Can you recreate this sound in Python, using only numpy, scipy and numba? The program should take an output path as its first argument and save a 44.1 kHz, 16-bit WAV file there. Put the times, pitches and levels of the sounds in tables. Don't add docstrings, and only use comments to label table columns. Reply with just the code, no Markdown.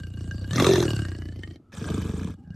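import sys
import numpy as np
from scipy import signal
from scipy.fft import rfft, irfft, next_fast_len
from scipy.io import wavfile
from scipy.ndimage import uniform_filter1d
from numba import njit

SR = 44100
rng = np.random.default_rng(int(sys.argv[2]) if len(sys.argv) > 2 else 0)


def linear_from_db(decibels):
    return 10 ** (np.asarray(decibels, float) / 20)


def put_to_file(sound):
    columns = np.atleast_2d(sound).T
    safe = np.clip(columns, -1, 1)
    whole_steps = np.round(safe * 32767)
    wavfile.write(sys.argv[1], SR, whole_steps.astype(np.int16))


N = 112454

# f/Hz, level/dB
YARD_SPECTRUM = [(24, -42), (40, -3), (76, -1.5), (271, -4), (487, -19), (1070, -30), (1240, -22),
                 (1580, -35), (14000, -53)]
# f/Hz, side minus mid level/dB
SIDE_SPECTRUM = [(60, -79), (110, -64), (200, -36), (370, -22), (670, -19), (1230, -29), (2250, -13),
                 (4120, -7), (8000, -5), (13800, -5)]
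# start t/s, end t/s, f/Hz, level/dB
WHEEZES = [(1.645, 1.715, 1300, -72), (2.37, 2.5, 800, -69), (.582, .598, 1230, -28),
           (.601, .615, 1150, -31), (.642, .658, 1190, -28), (.664, .676, 1330, -31),
           (.572, .61, 2080, -36), (.69, .77, 1770, -39), (.75, .766, 950, -36), (.599, .608, 3520, -28),
           (.756, .764, 3600, -29), (.33, .4, 4700, -60), (.405, .425, 4500, -54), (2.504, 2.56, 1610, -60),
           (2.445, 2.5, 1610, -70), (2.378, 2.43, 260, -49)]
# f/Hz, level/dB
AIR_SPECTRUM = [(290, 18.5), (500, 1.5), (840, -7.5), (1620, -12.5), (2060, -19), (2440, -15),
                (8020, -11.5), (12700, -27.5), (14200, -42)]
# f/Hz, width/Hz, level/dB
GROWL_MOUTH = [(1148, 46, -11), (1600, 18.2, -5), (2873, 26.7, -6), (3850, 150, -8.5), (4458, 64, -7),
               (5860, 450, -5), (9260, 320, -37.5)]
ROAR_MOUTH = [(1133, 150, -9), (1760, 560, -3.5), (2350, 250, -17), (2783, 180, -6.5), (3580, 440, 0),
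              (4193, 87, -12), (5340, 230, -16.5), (6270, 250, -9)]
INHALE_MOUTH = [(1223, 266, 3), (1620, 70, -6.5), (2460, 370, -2.5), (3030, 40, -16.5), (3490, 480, -1.5),
                (4790, 190, -16), (5850, 460, -5), (7500, 140, -38.5)]
# f/Hz, level/dB
ROAR_SHADE = [(500, 0), (2650, 3), (2980, -16), (3250, 0), (6600, 1.5), (7800, -6.5), (10000, 0),
              (13000, -1)]
# t/s, peak level/dB
SLAPS = [(1.721, -43), (1.7404, -36), (1.767, -40), (1.8417, -24), (1.8881, -24), (1.9426, -29.5),
         (2.0228, -31), (2.1127, -32.5), (2.1629, -32), (2.1943, -30), (2.232, -31.5), (2.2717, -35.5)]
# t/s, peak level/dB
PLACED_SNAPS = [(0.0342, -31), (0.172, -37), (0.2083, -33), (0.3107, -23.5), (0.381, -32), (0.4428, -29.5),
                (0.5087, -19.5), (0.5318, -13), (0.5577, -18), (0.5812, -16), (0.599, -6), (0.6227, -10),
                (0.6443, -6.5), (0.6666, -4), (0.6903, -33), (0.7106, -11.5), (0.7347, -16), (0.757, -8),
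                (0.7792, -18.5), (0.803, -26), (0.8258, -37), (0.852, -36), (0.88, -53.5), (0.905, -22.5),
                (0.933, -36), (0.964, -28.5), (0.991, -22.5), (1.0188, -35), (1.051, -26), (1.1168, -31.5),
                (1.1491, -40.5), (1.2199, -36.5), (1.255, -44), (1.3909, -44), (1.4341, -31), (1.4747, -37.5),
                (1.509, -40), (1.5582, -44.5), (1.814, -32), (1.856, -53), (1.9014, -23), (1.978, -46),
                (2.051, -33.5), (2.136, -35), (2.176, -57), (2.245, -34), (2.297, -44), (2.386, -77),
                (2.437, -65), (2.5039, -44)]
# t/s, level/dB
PUSHES = [(.508, 4), (.535, 3), (.6, 3), (.645, -11.5), (.691, 2.5), (.711, 3), (.83, -2.5), (.994, 3),
          (1.815, 3.5), (1.857, -1), (1.9, 3), (2.01, -1), (2.135, -1), (2.27, -4), (2.505, 5)]
# t/s, f/Hz
RIB_TRACK = [
    (0, 172),
    (.8, 189),
    (.9, 148),
    (1.1, 144),
    (1.5, 183.6),
    (1.75, 193.5),
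    (2.55, 183.3),
]
# t/s, chest level/dB, throat f/Hz, tongue f/Hz, throat level/dB, air level/dB
VOICE = [(0, -35, 300, 1590, -52, -53.5), (.13, -34, 310, 1563, -54, -56.5),
         (.19, -32, 310, 1601, -47.5, -50.5), (.48, -33, 300, 1612, -47.5, -50),
         (.545, -27, 170, 1793, -33, -32.5), (.61, -25, 255, 2140, -23, -23.5),
         (.665, -27, 385, 1770, -18.5, -23), (.8, -27, 365, 1734, -21.5, -29),
         (.96, -29.5, 325, 1550, -37.5, -39), (1.21, -34, 315, 1692, -44.5, -53.5),
         (1.55, -39, 310, 1922, -45, -57.5), (1.62, -68, 290, 1692, -61, -83.5),
         (1.75, -43, 290, 1730, -79, -48), (1.83, -36.5, 300, 1620, -36.5, -46),
         (1.93, -30, 300, 1620, -38.5, -44), (2.3, -34.5, 290, 1685, -44, -53),
         (2.37, -47.5, 260, 1626, -70, -69.5), (2.48, -48, 180, 1600, -41.5, -74.5),
         (2.55, -43.5, 180, 1564, -47, -62)]
# t/s, closures f/Hz
FLAPS = [(0.0, 28.87), (0.35, 29.15), (0.49, 31.99), (0.55, 44.93), (0.78, 43.65), (0.9, 37.37),
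         (1.05, 31.03), (1.35, 27.75), (1.56, 23.31), (1.8, 22.85), (2.02, 27.03), (2.13, 22.77),
         (2.27, 34.64), (2.4, 18.69), (2.55, 33.05)]

ROAR_S, ROAR_EDGE_S = (.53, .86), .04
INHALE_S, INHALE_EDGE_S = (1.715, 2.345), .01
HOLD_S, HOLD_DB = (1.585, 1.719), -30
YARD_DB, REFLECT_S, SIDE_AIR_DB = -58, .016, -5
WHEEZE_WIDTH_HZ, WHEEZE_WIDTH_SHARE, WHEEZE_EDGE_S = 45, .04, .01
PUFF_S, AIR_RING_DB, AIR_PATCHY_DB, AIR_DB = .0025, 0, 2.5, -3.5
PUFF_REST, PUFF_REST_INHALE, PUFF_REST_ROAR = .35, .6, .4
TONGUE_REST_HZ, TONGUE_PULL = 1600, (.3, 1.0, .45)
GROWL_WIDER, RELAXED_WIDER, MOUTH_FLICKER_DB = 1.5, 2.4, 3
TWIN_RATIO, TWIN_WIDTH_HZ, TWIN_DB, TWIN_S = 1.13, 80, -3, (1.03, 1.6)
SNAP_DB, SNAP_SPREAD_DB, SNAP_RING_DB = -11, .5, -10
CRACK_S, CRACK_DB, CRACK_COLOUR_DB = .0015, -26.5, 6.5
RASPS_PER_S, RASP_DB, RASP_SPREAD_DB = 90, -5, 3.5
NOSE_HZ, NOSE_WIDTH_HZ, NOSE_DB, CALM_NOSE_DB = 682, 260, -18, -10
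NOSE_INHALE_HZ, NOSE_INHALE_DB = 445, -3
JAW_S, JAW_HZ, JAW_WIDTH_HZ, JAW_DB = (.615, .665), 398, 260, 4
GAPE_S, GAPE_HZ, GAPE_WIDTH_HZ, GAPE_DB = (.55, .662), 268.5, 66, -1
TENSE_S, TENSE_EDGE_S = (.662, .87), .012
THROAT_WIDTH_HZ, SLACK_WIDTH_HZ = 72, 130
RIB_ROAR_S, RIB_LAG_S, RIB_WIDTH_HZ = (.53, 1.07), .0039, 93
RIB_DB, RIB_INHALE_DB, RIB_ROAR_DB = -7.5, 8, 4.5
CHEST_HZ, CHEST_WIDTH_HZ, CHEST_LAG_S = 99, 52.5, .009
REST_FLAPS_HZ, CHEST_PULL = 29, .4
CHEST_ROUGH, THROAT_ROUGH, INHALE_ROUGH = .4, .4, .3
FLAP_SPREAD_DB, FLAP_JITTER_S = 2.0, .0008
LOW_CUT_HZ, CUTOFF_HZ, TOP = 52, 14300, .5


def rms_one(x):
    return x / np.sqrt(np.mean(x ** 2) + 1e-20)


def in_time(rows):
    s, *columns = np.transpose(rows)
    return [np.interp(np.arange(N) / SR, s, c) for c in columns]


def window(span_s, edge_s):
    t = np.arange(N) / SR
    return np.clip(np.minimum(t - span_s[0], span_s[1] - t) / edge_s + .5, 0, 1)


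def sample_at(s):
    return np.clip((s * SR).astype(int), 0, N - 1)


def train(s, sizes):
    out = np.zeros(N)
    out[sample_at(s)] = sizes
    return out


def fading(clicks, decay_s):
    return signal.lfilter([1], [1, -np.exp(-1 / (decay_s * SR))], clicks + 1e-18)


def colour(x, points):
    hz, db = np.transpose(points)
    size = next_fast_len(len(x) + 4096)
    at = np.log(np.arange(size // 2 + 1) * SR / size + 1)
    gain = linear_from_db(np.interp(at, np.log(hz + 1), db))
    return irfft(rfft(x, size) * gain, size)[:N]


@njit
def recurse(x, a1, a2):
    y = x.copy()
    for i in range(2, len(x)):
        y[i] += a1[i] * y[i - 1] - a2 * y[i - 2]
    return y


def ring(x, hz, width_hz):
    r = np.exp(-np.pi * width_hz / SR)
    w = 2 * np.pi * hz * np.ones(N) / SR
    return recurse(np.sin(w) * x + 1e-18, 2 * r * np.cos(w), r * r)


def swell(x, hz, width_hz):
    return rms_one(ring(ring(x, hz, width_hz), hz, width_hz))


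def flutter(size):
    once = uniform_filter1d(rng.standard_normal(N), size=size)
    return rms_one(uniform_filter1d(once, size=size))


def patchy(x, patchy_db, size):
    edges = np.geomspace(500, 15000, num=9)
    out = 0
    for band in zip(edges, edges[1:]):
        sos = signal.butter(2, band, "band", fs=SR, output="sos")
        out = out + linear_from_db(patchy_db * flutter(size)) * signal.sosfilt(sos, x)
    return out


def yard():
    return linear_from_db(YARD_DB) * rms_one(colour(rng.standard_normal(N), YARD_SPECTRUM))


def reflections(voiced):
    echo = rng.standard_normal(3000) * np.exp(-np.arange(3000) / (REFLECT_S * SR))
    return signal.fftconvolve(voiced, echo / np.sqrt(np.sum(echo ** 2)))[:N]


def wheezes():
    out = 0
    for start, end, hz, db in WHEEZES:
        width_hz = WHEEZE_WIDTH_HZ + WHEEZE_WIDTH_SHARE * hz
        gate = window((start, end), WHEEZE_EDGE_S)
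        whistle = gate * ring(ring(rng.standard_normal(N), hz, width_hz), hz, width_hz)
        out = out + linear_from_db(db) * rms_one(whistle) * np.sqrt(np.mean(gate ** 2))
    return out


def mouth_flicker(db):
    return linear_from_db(db + MOUTH_FLICKER_DB * flutter(size=500))


def mouth(x, tongue_hz):
    roar = window(ROAR_S, ROAR_EDGE_S)
    inhale = window(INHALE_S, INHALE_EDGE_S)
    relaxed = window((ROAR_S[1], HOLD_S[0]), ROAR_EDGE_S)
    twin = x * window(TWIN_S, ROAR_EDGE_S)
    out = -linear_from_db(TWIN_DB) * ring(twin, TWIN_RATIO * tongue_hz, TWIN_WIDTH_HZ)
    for k, (hz, width_hz, db) in enumerate(GROWL_MOUTH):
        pull = TONGUE_PULL[k] if k < 3 else 0
        moved_hz = hz * (tongue_hz / TONGUE_REST_HZ) ** pull
        caught = x * mouth_flicker(db) * (1 - roar - inhale)
        firm = ring(caught * (1 - relaxed), moved_hz, GROWL_WIDER * width_hz)
        loose = ring(caught * relaxed, moved_hz, RELAXED_WIDER * width_hz)
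        out = out + (-1) ** k * (firm + np.sqrt(RELAXED_WIDER) * loose)
    for share, shape in ((roar, ROAR_MOUTH), (inhale, INHALE_MOUTH)):
        for k, (hz, width_hz, db) in enumerate(shape):
            centre_hz = tongue_hz if k == 1 else hz
            out = out + (-1) ** k * ring(x * share * mouth_flicker(db), centre_hz, width_hz)
    return out


def air(s, chance, air_db, tongue_hz):
    rest = PUFF_REST + (PUFF_REST_INHALE - PUFF_REST) * window(INHALE_S, INHALE_EDGE_S)
    rest = rest + (PUFF_REST_ROAR - PUFF_REST) * window(ROAR_S, ROAR_EDGE_S)
    bursts = fading(train(s, linear_from_db(SNAP_SPREAD_DB * chance[:, 3])), PUFF_S)
    puffs = rest + (1 - rest) * bursts
    noise = puffs * linear_from_db(2.0 * flutter(size=150)) * rng.standard_normal((2, N))
    broad = rms_one(patchy(colour(noise[0], AIR_SPECTRUM), AIR_PATCHY_DB, size=400))
    mouthed = rms_one(mouth(puffs * noise[1], tongue_hz))
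    level_db = air_db + AIR_DB + HOLD_DB * window(HOLD_S, .002)
    return linear_from_db(level_db) * (broad + linear_from_db(AIR_RING_DB) * mouthed)


def snaps(s, placed, chance, air_db, tongue_hz):
    db = air_db[sample_at(s)] - SNAP_DB + SNAP_SPREAD_DB * chance[:, 2].clip(-2, 1)
    db[placed] = np.transpose(PLACED_SNAPS)[1]
    rasping = window(ROAR_S, ROAR_EDGE_S) + 2 * window(INHALE_S, INHALE_EDGE_S)
    rasps = rng.random(N) < RASPS_PER_S / SR * rasping
    rasp_db = air_db - RASP_DB + RASP_SPREAD_DB * rng.standard_normal(N)
    slap_s, slap_db = np.transpose(SLAPS)
    clicks = train(s, linear_from_db(db)) + rasps * linear_from_db(rasp_db) + train(slap_s, linear_from_db(slap_db))
    clicks = clicks * linear_from_db(HOLD_DB * window(HOLD_S, .003))
    crack = uniform_filter1d(fading(clicks, CRACK_S), size=40, origin=19) * rng.standard_normal(N)
    soft = uniform_filter1d(clicks, size=4, origin=1) * 2
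    rung = mouth(.43 * soft + .17 * crack, tongue_hz)
    return linear_from_db(SNAP_RING_DB) * rung + linear_from_db(CRACK_DB) * patchy(crack, CRACK_COLOUR_DB, size=300)


def nose(drive):
    calm = window((INHALE_S[1], 3), ROAR_EDGE_S)
    inhale = window(INHALE_S, ROAR_EDGE_S)
    jaws = window(JAW_S, TENSE_EDGE_S)
    out = linear_from_db(NOSE_DB + CALM_NOSE_DB * calm) * swell(drive, NOSE_HZ, NOSE_WIDTH_HZ)
    out = out + linear_from_db(NOSE_INHALE_DB) * inhale * swell(drive, NOSE_INHALE_HZ, THROAT_WIDTH_HZ)
    return out + linear_from_db(JAW_DB) * jaws * swell(drive, JAW_HZ, JAW_WIDTH_HZ)


def throat(drive, throat_hz):
    tense = window(TENSE_S, TENSE_EDGE_S)
    gape = window(GAPE_S, TENSE_EDGE_S)
    out = tense * swell(drive, throat_hz, THROAT_WIDTH_HZ)
    out = out + (1 - tense - gape) * swell(drive, throat_hz, SLACK_WIDTH_HZ)
    return out + linear_from_db(GAPE_DB) * gape * swell(drive, GAPE_HZ, GAPE_WIDTH_HZ)


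def ribs(drive):
    db = RIB_DB + RIB_INHALE_DB * window(INHALE_S, ROAR_EDGE_S)
    db = db + RIB_ROAR_DB * window(RIB_ROAR_S, ROAR_EDGE_S)
    late = np.roll(drive, int(RIB_LAG_S * SR))
    return linear_from_db(db) * swell(late, in_time(RIB_TRACK)[0], RIB_WIDTH_HZ)


def chest(s, chance, rumble):
    slowness = (REST_FLAPS_HZ / np.interp(s, *np.transpose(FLAPS))).clip(0, 1)
    thumps = train(s + CHEST_LAG_S * slowness ** 2, linear_from_db(FLAP_SPREAD_DB * chance[:, 1]))
    hz = CHEST_HZ * (in_time(FLAPS)[0] / REST_FLAPS_HZ).clip(1) ** CHEST_PULL
    return swell(rms_one(thumps) + CHEST_ROUGH * rumble, hz, CHEST_WIDTH_HZ)


def body(s, chance, chest_db, throat_hz, throat_db):
    push_db = FLAP_SPREAD_DB * chance[:, 1]
    pushed = [np.argmin(abs(s - at)) for at, db in PUSHES]
    push_db[pushed] = np.transpose(PUSHES)[1]
    push = train(s, linear_from_db(push_db))
    rough = 1 + INHALE_ROUGH / THROAT_ROUGH * window(INHALE_S, ROAR_EDGE_S)
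    rumble = rough * rms_one(fading(push, PUFF_S) + PUFF_REST) * rng.standard_normal((2, N))
    drive = rms_one(push) + THROAT_ROUGH * rumble[1]
    trunk = chest(s, chance, rumble[0]) - ribs(drive)
    return linear_from_db(chest_db) * trunk + linear_from_db(throat_db) * (throat(drive, throat_hz) - nose(drive))


def closures():
    turns = np.cumsum(in_time(FLAPS)[0]) / SR
    s = np.interp(np.arange(int(turns[-1]) + 1), turns, np.arange(N) / SR)
    chance = rng.standard_normal((len(s), 4))
    s += FLAP_JITTER_S * chance[:, 0]
    placed = [np.argmin(abs(s - at)) for at, db in PLACED_SNAPS]
    s[placed] = np.transpose(PLACED_SNAPS)[0]
    chance[placed, 1] /= 2
    return s, placed, chance


def scene():
    chest_db, throat_hz, tongue_hz, throat_db, air_db = in_time(VOICE)
    s, placed, chance = closures()
    voiced = body(s, chance, chest_db, throat_hz, throat_db)
    voiced = voiced + snaps(s, placed, chance, air_db, tongue_hz) + wheezes()
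    cat = voiced + air(s, chance, air_db, tongue_hz)
    cat = cat + window(ROAR_S, ROAR_EDGE_S) * (colour(cat, ROAR_SHADE) - cat)
    mid = cat + yard()
    side_air = linear_from_db(SIDE_AIR_DB) * air(s, chance, air_db, tongue_hz)
    side = colour(reflections(voiced) + side_air, SIDE_SPECTRUM)
    return np.array([mid + side, mid - side])


def low_pass(x):
    return signal.sosfilt(signal.butter(12, 14390, fs=SR, output="sos"), x)


def record(dry):
    low_cut = signal.butter(2, LOW_CUT_HZ, "high", fs=SR, output="sos")
    high_cut = signal.cheby2(12, 60, CUTOFF_HZ, fs=SR, output="sos")
    rounded = TOP * np.tanh(signal.sosfilt(low_cut, dry) / TOP)
    return low_pass(signal.sosfilt(high_cut, rounded))


dry = scene()
out = record(dry)
put_to_file(out)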